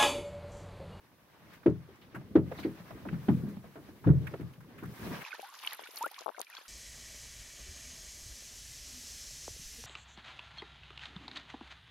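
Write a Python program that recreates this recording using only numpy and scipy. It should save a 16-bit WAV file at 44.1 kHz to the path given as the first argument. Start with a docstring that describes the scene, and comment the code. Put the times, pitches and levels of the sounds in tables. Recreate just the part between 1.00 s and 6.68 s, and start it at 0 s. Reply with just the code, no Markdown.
"""At a log dock a paddler climbs into a loaded canoe: feet and gear knock the hollow hull, which rings
in its damped modes, while cloth scuffs and packs shift with the noise of friction.
Then, out on open water and on a thinner-sounding microphone, paddle water fizzes, drips and gulps
as trapped air resonates, and eddies of wind pop at the microphone's ports."""
import sys
import numpy as np
from scipy import signal
from scipy.fft import rfft, irfft, next_fast_len
from scipy.io import wavfile
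from scipy.ndimage import uniform_filter1d, map_coordinates

SR = 44100
rng = np.random.default_rng(int(sys.argv[2]) if len(sys.argv) > 2 else 0)


def wav_record(signal):
    """Record a signal, one row per channel, as 16-bit PCM in the file named by sys.argv[1]."""
    frames = np.transpose(np.atleast_2d(signal))
    bounded = np.clip(frames, -1, 1)
    # unit amplitude maps onto the largest positive 16-bit level
    quanta = np.round(bounded * 32767).astype(np.int16)
    wavfile.write(sys.argv[1], SR, quanta)


N = 250488
AFLOAT_S = 4.234  # the dock gives way to open water
AFLOAT_LENGTH_S = N / SR - AFLOAT_S

# likeness of left and right at the dock and on open water: freq_hz, correlation
DOCK_COHERENCE = [(60, 0.34), (180, 0.4), (550, 0.74), (1650, 0.28), (4970, -0.063), (15000, -0.0045)]
OPEN_COHERENCE = [(300, .3), (1000, 0.23), (3000, 0.53), (6800, -0.27), (15000, 0.67)]
# packs and body shifting: time_s, rumble_db, rustle_db, hiss_db
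SHIFT_LEVELS = [(0.0, -65.5, -67.5, -71.5), (0.36, -67.5, -65.5, -71.5), (0.52, -62.5, -60.5, -68),
                (0.63, -63, -63.5, -71), (1.19, -57, -63, -71), (1.41, -44, -63.5, -69.5),
                (1.53, -50.5, -56, -63), (1.6, -48, -54, -61.5), (1.73, -59, -59, -64.5),
                (2.12, -44, -56.5, -65.5), (2.26, -51.5, -58, -61.5), (2.37, -42.5, -57, -61.5),
                (2.56, -55, -61.5, -67), (3.01, -56.5, -62, -66.5), (3.11, -36, -63, -67),
                (3.27, -52.5, -55.5, -63.5), (3.55, -58, -64.5, -69), (3.78, -50.5, -62.5, -69),
                (3.96, -56.5, -54, -57.5), (4.07, -35, -46, -52.5), (4.23, -62, -48.5, -56.5)]
# water beside the hull: time_s, wash_db, spray_db
WATER_LEVELS = [(4.234, -51.5, -62), (4.33, -54, -65), (4.4, -57, -65), (4.58, -58, -61), (4.66, -52, -57),
                (4.73, -52, -57), (4.79, -58, -64), (4.9, -59, -61), (4.98, -58, -51), (5.05, -59, -55),
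                (5.09, -63.5, -63), (5.2, -54.5, -63), (5.32, -69.5, -69), (5.42, -59.5, -67),
                (5.46, -68.5, -69), (5.55, -56, -66), (5.68, -62, -66)]


def amp(db):
    return 10 ** (np.asarray(db) / 20)


def unit_rms(x):
    return x / np.sqrt(np.mean(x ** 2) + 1e-20)


def along(points, hz):
    """Interpolation of (freq_hz, value) points on a logarithmic frequency axis."""
    f, v = np.transpose(points)
    return np.interp(np.log(hz + 1), np.log(f + 1), v)


def curves(rows):
    """Linear interpolation, sample by sample, of each column after the time."""
    s, *cols = np.transpose(rows)
    return [np.interp(np.arange(N) / SR, s, c) for c in cols]


def wobble(rate_hz):
    """Smooth random modulation: a spline through Gaussian knots."""
    knots = rng.standard_normal(int(N * rate_hz / SR) + 4)
    return map_coordinates(knots, [np.arange(N) * rate_hz / SR])


def filtered(x, response):
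    """Linear filtering: the spectrum times a frequency response."""
    m = next_fast_len(x.shape[-1] + 8192)
    return irfft(rfft(x, m) * response(np.fft.rfftfreq(m, 1 / SR)), m)[..., :x.shape[-1]]


def add(track, s, sound, pan_db=0):
    """Superposition of a sound at time s, louder on the left by pan_db."""
    piece = track[:, round(s * SR):][:, :sound.shape[-1]]
    piece += (sound * amp([[pan_db / 2], [-pan_db / 2]]))[:, :piece.shape[1]]


def noise(spectrum, coherence, patchy_db=0):
    """Partly coherent stereo noise of rms 1, its gain patchy in time and frequency by patchy_db."""
    pair = rng.standard_normal((2, N))
    if patchy_db:
        cells = signal.stft(pair, nperseg=256)[2]
        patches = uniform_filter1d(rng.standard_normal(cells.shape[1:]), size=6, axis=0)
        patches = uniform_filter1d(patches, size=6, axis=1)
        pair = signal.istft(cells * amp(patchy_db * unit_rms(patches)), nperseg=256)[1][:, :N]

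    def mid_side(hz):
        angle = np.arccos(np.clip(along(coherence, hz), -1, 1)) / 2
        return amp(along(spectrum, hz)) * [np.cos(angle), np.sin(angle)]
    mid, side = filtered(pair, mid_side)
    return unit_rms(np.array([mid + side, mid - side]))


def swell(length_s):
    """A critically damped envelope: a quick rise and a slower fall."""
    u = np.arange(round(6 * length_s * SR)) / (.4 * length_s * SR)
    return u * np.exp(1 - u)


def burst(centre_hz, octaves, length_s):
    """A swell of band-limited stereo noise, 6 dB down at `octaves` from its centre."""
    envelope = swell(length_s)
    m = next_fast_len(len(envelope) + 1024)
    white = rng.standard_normal((3, m))
    pair = white[0] + 1.45 * white[1:]
    band = amp(-6 * (np.log2((np.fft.rfftfreq(m, 1 / SR) + 1) / centre_hz) / octaves) ** 2)
    return envelope * unit_rms(irfft(rfft(pair) * band, m))[:, :len(envelope)]


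def bubble(hz, climb_octaves, life_s):
    """Bubble resonance: a damped, ragged tone whose pitch climbs as the bubble nears the surface."""
    age = np.arange(round(2 * life_s * SR)) / (life_s * SR)
    ragged = np.interp(age, np.linspace(0, 2, 12), rng.standard_normal(12))
    phase = 2 * np.pi * np.cumsum(hz * 2 ** (climb_octaves * age ** 1.5)) / SR + .5 * ragged
    return np.sin(phase) * (1 - np.exp(-age * life_s / .0005)) * amp(-15 * age ** 1.5)


def hull_rumble():
    """Structure-borne sound: shifting packs rumble through the hull."""
    # rumble spectrum: freq_hz, density_db
    spectrum = [(15, -43), (25, -31), (32, -31), (38, -3), (118, 2.5), (325, -3.5), (461, -10.5),
                (560, -14), (700, -24), (910, -55.5), (1540, -120)]
    rumble_db = curves(SHIFT_LEVELS)[0]
    return amp(rumble_db + 2.5 * wobble(25)) * noise(spectrum, coherence=[(60, .9), (600, .85)])


def cloth():
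    """Friction noise: cloth rustles, hisses and squeaks; each scuff is a swell with its own colour."""
    # spectra of the rustle and the hiss: freq_hz, density_db
    rustle_spectrum = [(290, -8.5), (500, -7.5), (832, -8), (1210, -7), (1330, -11), (1590, -8.5),
                       (6000, -24.5), (7800, -43), (13200, -120)]
    hiss_spectrum = [(2350, -15), (4000, -5), (4340, -7), (6520, -7.5), (7400, -9.5), (13100, -4),
                     (15800, -4)]
    # cloth, soles and buckles scuffing: time_s, level_db, centre_hz, treble_db, pan_db, length_s
    scuffs = [(0.5315, -59.5, 1800, -6.5, 3.5, 0.025), (0.632, -56, 1360, -38, -7, 0.0091),
              (0.701, -66.5, 5390, -13.5, -3, 0.0058), (0.958, -69.5, 6200, -22, 2, 0.0061),
              (1.012, -62.5, 2650, -19.5, 0, 0.029), (1.1474, -45, 1350, -16, -1.5, 0.022),
              (1.5226, -50.5, 1360, -29.5, -12.5, 0.006), (1.5872, -48, 1700, -17.5, -3, .012),
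              (1.598, -55, 3640, -10, 8.5, .015), (1.631, -48.5, 1990, -22.5, -1.5, .02),
              (1.975, -53, 970, -29, 3.5, 0.009), (2.053, -41, 760, -40, -2, .013),
              (2.087, -42, 1500, -40.5, -1.5, 0.0094), (2.139, -51.5, 1230, -26.5, -4.5, 0.014),
              (2.487, -60.5, 1500, -6.5, -1.5, 0.023), (2.749, -61, 1210, -16, -1, 0.004),
              (3.042, -44.5, 1050, -39, 2, 0.016), (3.091, -42, 1030, -23.5, -5, 0.0065),
              (3.271, -39, 1490, -17, -5.3, 0.01), (3.41, -56, 1660, -12.5, -7.5, 0.011),
              (3.5364, -60, 2260, -11, 2, 0.00856), (3.606, -57.5, 1230, -13.5, 0.5, .012),
              (3.7805, -53, 1700, -14, 0, 0.026), (3.833, -47, 1090, -16.5, .6, .015),
              (3.855, -53.5, 1550, -11, -5.5, 0.011), (4.211, -46, 1790, -16.5, 4, 0.019)]
    # narrow-band squeaks of rubbed cloth: start_s, level_db, centre_hz
    squeaks = [(1.545, -61, 2020), (1.575, -55.5, 3860), (1.6, -61, 4080), (1.628, -49.5, 2070),
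               (1.632, -60, 4200)]
    _, rustle_db, hiss_db = curves(SHIFT_LEVELS)
    rubs, treble_gain = np.zeros((2, 2, N))
    for s, db, centre_hz, treble_db, pan_db, length_s in scuffs:
        add(rubs, s - .002, amp(db) * burst(centre_hz, octaves=.63, length_s=length_s), pan_db)
        add(treble_gain, s - .002, amp(db + treble_db) * swell(length_s), pan_db)
    for s, db, centre_hz in squeaks:
        add(rubs, s, amp(db) * burst(centre_hz, octaves=.15, length_s=.025), pan_db=-3)
    rustle = amp(rustle_db + 1.8 * wobble(30)) * noise(rustle_spectrum, DOCK_COHERENCE, patchy_db=1.5)
    hiss_gain = amp(hiss_db + .4 * wobble(14)) + treble_gain
    return rustle + rubs + hiss_gain * noise(hiss_spectrum, DOCK_COHERENCE, patchy_db=-.2)


def wash():
    """Turbulent water beside the hull: broadband noise and a swarm of tiny resonating bubbles."""
    # wash spectrum: freq_hz, density_db
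    spectrum = [(59, -49.5), (100, -1), (261, -38), (417, -17), (874, 1.5), (2120, -1), (3580, -1.5),
                (6370, -8.5), (7500, -18), (9750, -39), (16500, -120)]
    swarm = np.zeros((2, N))
    for when, pitch, size, side in rng.random((550, 4)):
        hz = 900 * 2 ** (2.9 * pitch)
        ring = amp(-2.5 * np.log(1 - size)) * bubble(hz, climb_octaves=.05, life_s=7 / hz)
        add(swarm, AFLOAT_S + when * AFLOAT_LENGTH_S, ring, pan_db=7 * side - 4)
    swarm /= np.std(swarm[:, round(AFLOAT_S * SR):])
    gain = amp(curves(WATER_LEVELS)[0] + 2 * wobble(60))
    return gain * (noise(spectrum, OPEN_COHERENCE, patchy_db=2.5) + amp(-1) * swarm)


def spray(tick_t60_s=.008):
    """Amplitude-modulated noise: spray fizzes, and ticks in the top octave decay exponentially."""
    # spectra of the fizz and of a tick: freq_hz, density_db
    fizz_spectrum = [(2940, -5), (5000, -11), (6970, -13), (8170, -6), (12000, -3), (15800, -19)]
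    tick_spectrum = [(4000, -30), (7000, -16), (9500, -5), (12000, 4), (15800, -20)]
    # the clearest ticks: start_s, level_db, pan_db
    ticks = [(4.3446, -53, -4), (4.4194, -44.5, -4), (4.4728, -49.5, 2.5), (4.594, -48, 2),
             (4.6366, -46, -5.5), (4.6526, -45.5, -8.5), (4.665, -36, -7), (4.712, -61, -6),
             (4.7324, -30.5, -2), (4.7481, -41.5, 6.5), (4.7709, -47, -4.5), (4.812, -49, -2),
             (4.825, -45, -6.5), (4.915, -46, 7), (4.9593, -35.5, 0.5), (4.9871, -35.5, 1),
             (5.06, -39, 10.5), (5.0994, -57, 0), (5.1163, -44, -9.5), (5.246, -54, 5.5),
             (5.2631, -46.5, 4), (5.4046, -37, 6), (5.5, -47.5, 2.5)]
    spray_db = curves(WATER_LEVELS)[1]
    tick_gain, t = np.zeros((2, N)), np.arange(SR // 20) / SR
    draws = rng.random((90, 3)) * [AFLOAT_LENGTH_S, 8, 10] + [AFLOAT_S, -3, -6]
    faint = [(s, spray_db[int(s * SR)] + over_db, pan_db) for s, over_db, pan_db in draws]
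    for s, db, pan_db in ticks + faint:
        add(tick_gain, s, amp(db - 60 * t / tick_t60_s), pan_db)
    fizz = amp(spray_db + 2.5 * wobble(150)) * noise(fizz_spectrum, OPEN_COHERENCE, patchy_db=1.8)
    return fizz + tick_gain * noise(tick_spectrum, OPEN_COHERENCE)


def splats():
    """Impact noise: drops strike water and hull, and the paddle clicks once."""
    # the clearest drops: time_s, level_db, centre_hz, pan_db
    drops = [(4.243, -51, 2680, -3), (4.265, -45.5, 2100, -6), (4.318, -42.5, 2170, 3),
             (4.419, -52, 5430, 4), (4.552, -52, 5820, -5.5), (4.59, -46, 4260, 4), (4.649, -39.5, 2290, 0),
             (4.674, -35, 3040, 1), (4.71, -43, 3170, 0), (4.724, -41, 2210, 1), (4.837, -45, 2570, 7),
             (4.873, -45.5, 2340, -6), (4.97, -40, 4770, -4), (5.0273, -42.5, 6270, 3),
             (5.064, -47, 2010, 16), (5.114, -48, 3800, .6), (5.144, -44.5, 3480, 0),
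             (5.1903, -42, 4800, 0), (5.209, -45.5, 5660, 4), (5.3947, -42, 6450, -3),
             (5.469, -51.5, 2390, 6), (5.5516, -49, 4400, 11), (5.569, -43, 3340, -1)]
    # the paddle's click: start_s, level_db, centre_hz, width_octaves, length_s
    click = (5.4148, -28, 5200, 1.05, .0012)
    out = np.zeros((2, N))
    faint = [(AFLOAT_S + when * AFLOAT_LENGTH_S, -57.5 + 8 * size, 2000 * 3.5 ** pitch, 10 * side - 5)
             for when, size, pitch, side in rng.random((30, 4))]
    for s, db, centre_hz, pan_db in drops + faint:
        add(out, s - .001, amp(db) * burst(centre_hz, octaves=.49, length_s=.0029), pan_db)
    add(out, click[0], amp(click[1]) * burst(*click[2:]))
    return out


def drips():
    """Single bubbles ring as their air springs against the water; small, high ones climb less."""
    # the clearest bubbles and drips: start_s, level_db, pitch_hz, life_s, pan_db
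    bubbles = [(4.236, -48.5, 1060, 0.017, -1), (4.244, -48.5, 2680, .017, -2),
               (4.307, -42, 2490, 0.0094, -4), (4.32, -36.5, 2190, 0.0059, -7),
               (4.329, -34, 1516, 0.0096, -10), (4.346, -43, 1760, 0.013, -4), (4.357, -56, 1290, .04, -6),
               (4.429, -40.5, 771, 0.036, 2.5), (4.463, -56, 1410, 0.04, 2),
               (4.488, -49.5, 1084, 0.0257, -1), (4.648, -49, 2280, 0.028, -3),
               (4.674, -27, 2960, 0.0043, -13), (4.673, -25, 3250, 0.0024, 17),
               (4.722, -42, 1930, 0.0098, -1), (4.836, -49, 2270, 0.023, -5),
               (4.861, -47.5, 1460, 0.018, 7), (4.935, -57.5, 643, 0.044, 4),
               (4.974, -35, 4430, 0.0034, 14), (5.112, -52, 794, 0.027, 2), (5.162, -47, 2300, 0.0088, -3),
               (5.182, -40, 1080, 0.0087, 0), (5.346, -42.5, 1500, 0.0065, 2), (5.347, -65, 562, .06, -3),
               (5.369, -48.5, 2140, 0.012, -5), (5.468, -50, 2390, .012, -3), (5.5, -48, 1830, .0086, 6.5),
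               (5.528, -45, 2440, 0.01, 1), (5.564, -49.5, 1550, 0.021, 5), (5.568, -47, 3360, 0.012, 8),
               (5.576, -43, 4420, 0.0067, 1), (5.654, -50, 1400, 0.0082, -8)]
    out = np.zeros((2, N))
    for s, db, hz, life_s, pan_db in bubbles:
        climb_octaves = 5.76 * life_s * (1000 / hz) ** 1.61
        add(out, s, amp(db) * bubble(hz, climb_octaves, life_s), pan_db)
    return out


def gulp():
    """Cavity resonance: the pitch of one large air pocket rises as it closes."""
    # the closing pocket: time_s, pitch_hz, level_db
    pocket = [(5.01, 843, -38), (5.028, 962, -32.5), (5.036, 1023, -45), (5.046, 1360, -31.5),
              (5.065, 1505, -44), (5.08, 1840, -56), (5.097, 2500, -69)]
    pitch_hz, level_db = curves(pocket)
    t = np.arange(N) / SR
    closing = (t > pocket[0][0]) & (t < pocket[-1][0])
    phase = 2 * np.pi * np.cumsum(pitch_hz * closing) / SR
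    return closing * amp(level_db) * np.sqrt(2) * np.sin(phase)


def wind_pops(wake_hz=516, wake_db=-15, wake_s=.01276):
    """Eddy shedding: a brief pressure pulse at one port, faint in the other, then a weaker wake."""
    # eddies at the left and the right port: time_s, level_db, pitch_hz
    left_pops = [(4.3958, -28, 600), (4.4092, -49, 490), (4.7945, -28.5, 792), (4.806, -47, 400),
                 (4.8198, -39.5, 536), (4.833, -43, 400), (4.891, -40, 430), (4.938, -45, 513),
                 (5.04, -31, 470), (5.0628, -24.5, 990), (5.0663, -22.5, 660), (5.21, -39, 487),
                 (5.218, -37, 670), (5.224, -39, 640), (5.2621, -20.5, 790), (5.2667, -18, 890),
                 (5.2815, -19.5, 800), (5.2892, -26, 600), (5.2927, -21, 1040), (5.3027, -33.5, 690),
                 (5.3811, -34, 616), (5.384, -29, 960), (5.4, -27.5, 633), (5.4041, -26, 940),
                 (5.4184, -43, 630), (5.588, -47, 420), (5.6145, -45, 583)]
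    right_pops = [(4.2465, -44, 610), (4.2763, -50, 1200), (4.3396, -41, 520), (4.3859, -44, 500),
                  (5.115, -43, 726)]
    out, t = np.zeros((2, N)), np.arange(-300, 301) / SR
    pulse = lambda hz: np.cos(2 * np.pi * hz * t + .49) * np.exp(-(t * hz / .64) ** 2)
    faint = [(AFLOAT_S + when * AFLOAT_LENGTH_S, -61 + 6 * size, wake_hz)
             for when, size in rng.random((10, 2))]
    for pops, ports_db in (left_pops + faint, [[0], [-28]]), (right_pops, [[-28], [0]]):
        for s, db, hz in pops:
            late, pitch = rng.random(2)
            gain = amp(db) * amp(ports_db)
            wake = amp(wake_db) * pulse(wake_hz * (.8 + .4 * pitch))
            add(out, s + t[0], gain * pulse(hz))
            add(out, s + t[0] + wake_s * (.286 + .675 * late), gain * wake)
    return out


def hull_knocks(rise_s=.004, driven_octaves=.55, ring_db=-3.5, sharp_db=-6):
    """Modal resonance: a blow drives the hull modes near its thud, and the deep ones by its weight."""
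    # modes of the loaded hull: pitch_hz, level_db, t60_s, pan_db
    hull_modes = [(87.2, -11, 0.47, 18.5), (125.5, -2.5, 0.44, 1), (148.3, -4, 0.41, -0.5),
                  (169.6, -4.5, 0.38, 7.5), (203.2, 0, 0.28, -0.5), (250, -3.5, 0.22, 2),
                  (296.9, 0.5, 0.17, 2.5), (322.6, 1, 0.18, 0), (344, 5, 0.11, 1.5),
                  (383.8, -1, 0.18, -2.5), (427.6, 1, 0.16, 0.5), (525.4, 4, 0.11, 2), (579, -1.5, .15, 3),
                  (620, -11, 0.24, -2.5), (680, 1.5, 0.073, -1), (820, -28, 0.04, -8),
                  (970, -17.5, .12, -0.5), (1110, -9.5, 0.052, -29.5), (1300, -15, 0.11, -1),
                  (1470, -18.5, .08, 4.5)]
    # blows of feet and gear: start_s, level_db, thud_hz, thud_db, boom_db, contact_db, damping_factor
    blows = [(0.401, -58.5, 169, 1, -4.5, -11.5, 0.19), (0.659, -15.5, 340.5, 2.5, -3.5, -16.5, 1.06),
             (0.886, -51, 378, 10, -24, -11.5, 0.95), (1.143, -41.5, 300, -2.5, -8.5, -20, 0.87),
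             (1.159, -34.5, 128, -2, -13, -13, 1.34), (1.211, -45.5, 119.5, -10, -14, -3, 3),
             (1.307, -35.5, 203.7, -2, -8.5, -27.5, 2.8), (1.353, -14, 324, 8.5, -5.5, -15, 1.04),
             (1.514, -30, 546, 1.5, -7.5, -6.5, 2), (1.585, -37, 224, -5, -4, -5.5, 1.07),
             (1.648, -21.5, 323, 5.5, -11.5, -19, 1.74), (1.673, -36.5, 300, 0, -7, -28, 0.74),
             (1.8, -41, 171, 1, 5, -7, 3.5), (1.905, -44.5, 564, -6, 9.5, 5, 2.1),
             (2.052, -33, 238, -6, -29, -22, 0.8), (2.125, -24, 175.4, 0.5, -5.5, -24, 1.74),
             (2.157, -44, 154, -5.5, 1, -16, 0.51), (2.283, -12, 223.7, 2.5, -11, -18.5, 1.16),
             (2.334, -26, 185.3, 8, -7.5, -44.5, 0.88), (2.432, -27.5, 184.4, -5.5, -21.5, -29, 0.92),
             (2.47, -36.5, 254, 3.5, -18, -22, 1.1), (2.566, -29.5, 185.8, -1, -29.5, -19, 2.6),
             (2.639, -41.5, 185, -0.5, -15.5, -9.5, 1.1), (2.754, -44.5, 300, -17, -14, -3, 0.69),
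             (2.886, -44, 311, 4, 1, -3.5, 2.4), (3.061, -23, 137.6, 6, 8, -38, 0.8),
             (3.068, -17, 300, 1.5, -20, -21, 1.1), (3.099, -18.5, 137, 15, 0, -27, 1.3),
             (3.336, -31, 395, 3, -31, -4.5, 2.2), (3.396, -32.5, 287, 1, 2.5, -18, 1.65),
             (3.427, -35, 136, 0.5, 11.5, -17, 2.25), (3.578, -45.5, 126, -7, 9.5, -10.5, 2.7),
             (3.702, -49, 237, 1, -13, -8, 2.1), (3.824, -34.5, 284, -6, 5, -12.5, 1.7),
             (3.869, -39, 132, 1, -6, -26, 1.3), (4.006, -33, 210, -5, -3.5, -17, 4.2),
             (4.066, -46, 125, 7.5, -1, -8, 0.54), (4.106, -31, 241, 1.5, -19, -17, 1.7)]
    # dull and sharp parts of the contact noise: freq_hz, density_db
    dull_spectrum = [(300, -14), (600, 0.5), (1300, -11), (2000, -47)]
    sharp_spectrum = [(900, -21.5), (1400, 2), (3400, -14.5), (9000, -47), (12000, -74.5)]
    out, t = np.zeros((2, N)), np.arange(2 * SR // 5) / SR
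    hz, mode_db, t60_s, pan_db = np.transpose(hull_modes)[:, :, None]
    dull, sharp = noise(dull_spectrum, DOCK_COHERENCE), noise(sharp_spectrum, DOCK_COHERENCE)
    onset = lambda time_s: 1 - np.exp(-(t / time_s) ** 2)
    mode_onset = onset(1.23 * rise_s * (300 / hz) ** .7)  # deep modes take longer to start swinging
    for s, db, thud_hz, thud_db, boom_db, contact_db, damping in blows:
        detune_octaves = np.log2(hz / max(thud_hz, 167))
        drive = amp(-6 * (detune_octaves / driven_octaves) ** 2) + amp(boom_db) * (hz < 190)
        decay = lambda t60: amp(-60 * damping * t / t60)
        # rattling cargo makes each mode waver in phase
        drift = np.cumsum(rng.normal(0, .22, (len(hz), 125)), axis=1)
        drift = uniform_filter1d(np.repeat(drift, 177, axis=1), size=353, axis=1)[:, :len(t)]
        modes = mode_onset * decay(t60_s) * np.sin(2 * np.pi * hz * t + drift)
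        shares = drive * amp(mode_db + rng.normal(0, 1.5, hz.shape)) * amp(pan_db / 2 * [1, -1])
        ring = amp(ring_db) * shares.T @ modes
        # the struck panel itself gives a few strong cycles
        thud = amp(thud_db - 60 * t * thud_hz / 22) * np.sin(2 * np.pi * thud_hz * t)
        thud *= onset(1.36 * rise_s)
        span = slice(round(s * SR), round(s * SR) + len(t))
        contact = decay(.14) * dull[:, span] + amp(sharp_db) * decay(.1) * sharp[:, span]
        contact *= amp(contact_db) * onset(.7 * rise_s)
        add(out, s, amp(db) * (thud + ring + contact))
    return out


def dock_microphone(hz):
    """A high-pass response with a phase difference: the left port lags in the bass."""
    # lag of left behind right: freq_hz, phase_rad
    lag = [(70, 0.4), (120, 1), (170, 0.23), (300, 0.15), (700, 0.069), (1500, 0.00702)]
    return np.exp(.5j * along(lag, hz) * [[-1], [1]]) * hz ** 2 / (hz ** 2 + 55 ** 2)


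def thin_microphone(hz):
    """A high-pass response that cuts more bass, with a narrow notch in the treble."""
    notch = 1 - .96 * np.exp(-((hz - 8200) / 400) ** 4)
    return notch * hz ** 3 / (hz ** 3 + 230 ** 3)


def scene():
    """Superposed sources: the dock first, open water after, each through its own microphone."""
    afloat = np.arange(N) >= AFLOAT_S * SR
    dock = hull_knocks() + hull_rumble() + cloth()
    open_water = wash() + spray() + splats() + drips() + gulp() + wind_pops()
    return filtered(dock, dock_microphone) * ~afloat + filtered(open_water, thin_microphone) * afloat


def record(dry):
    """Band limiting: an ideal low-pass filter."""
    return filtered(dry, lambda hz: hz < 15800)


dry = scene()
out = record(dry)
wav_record(out)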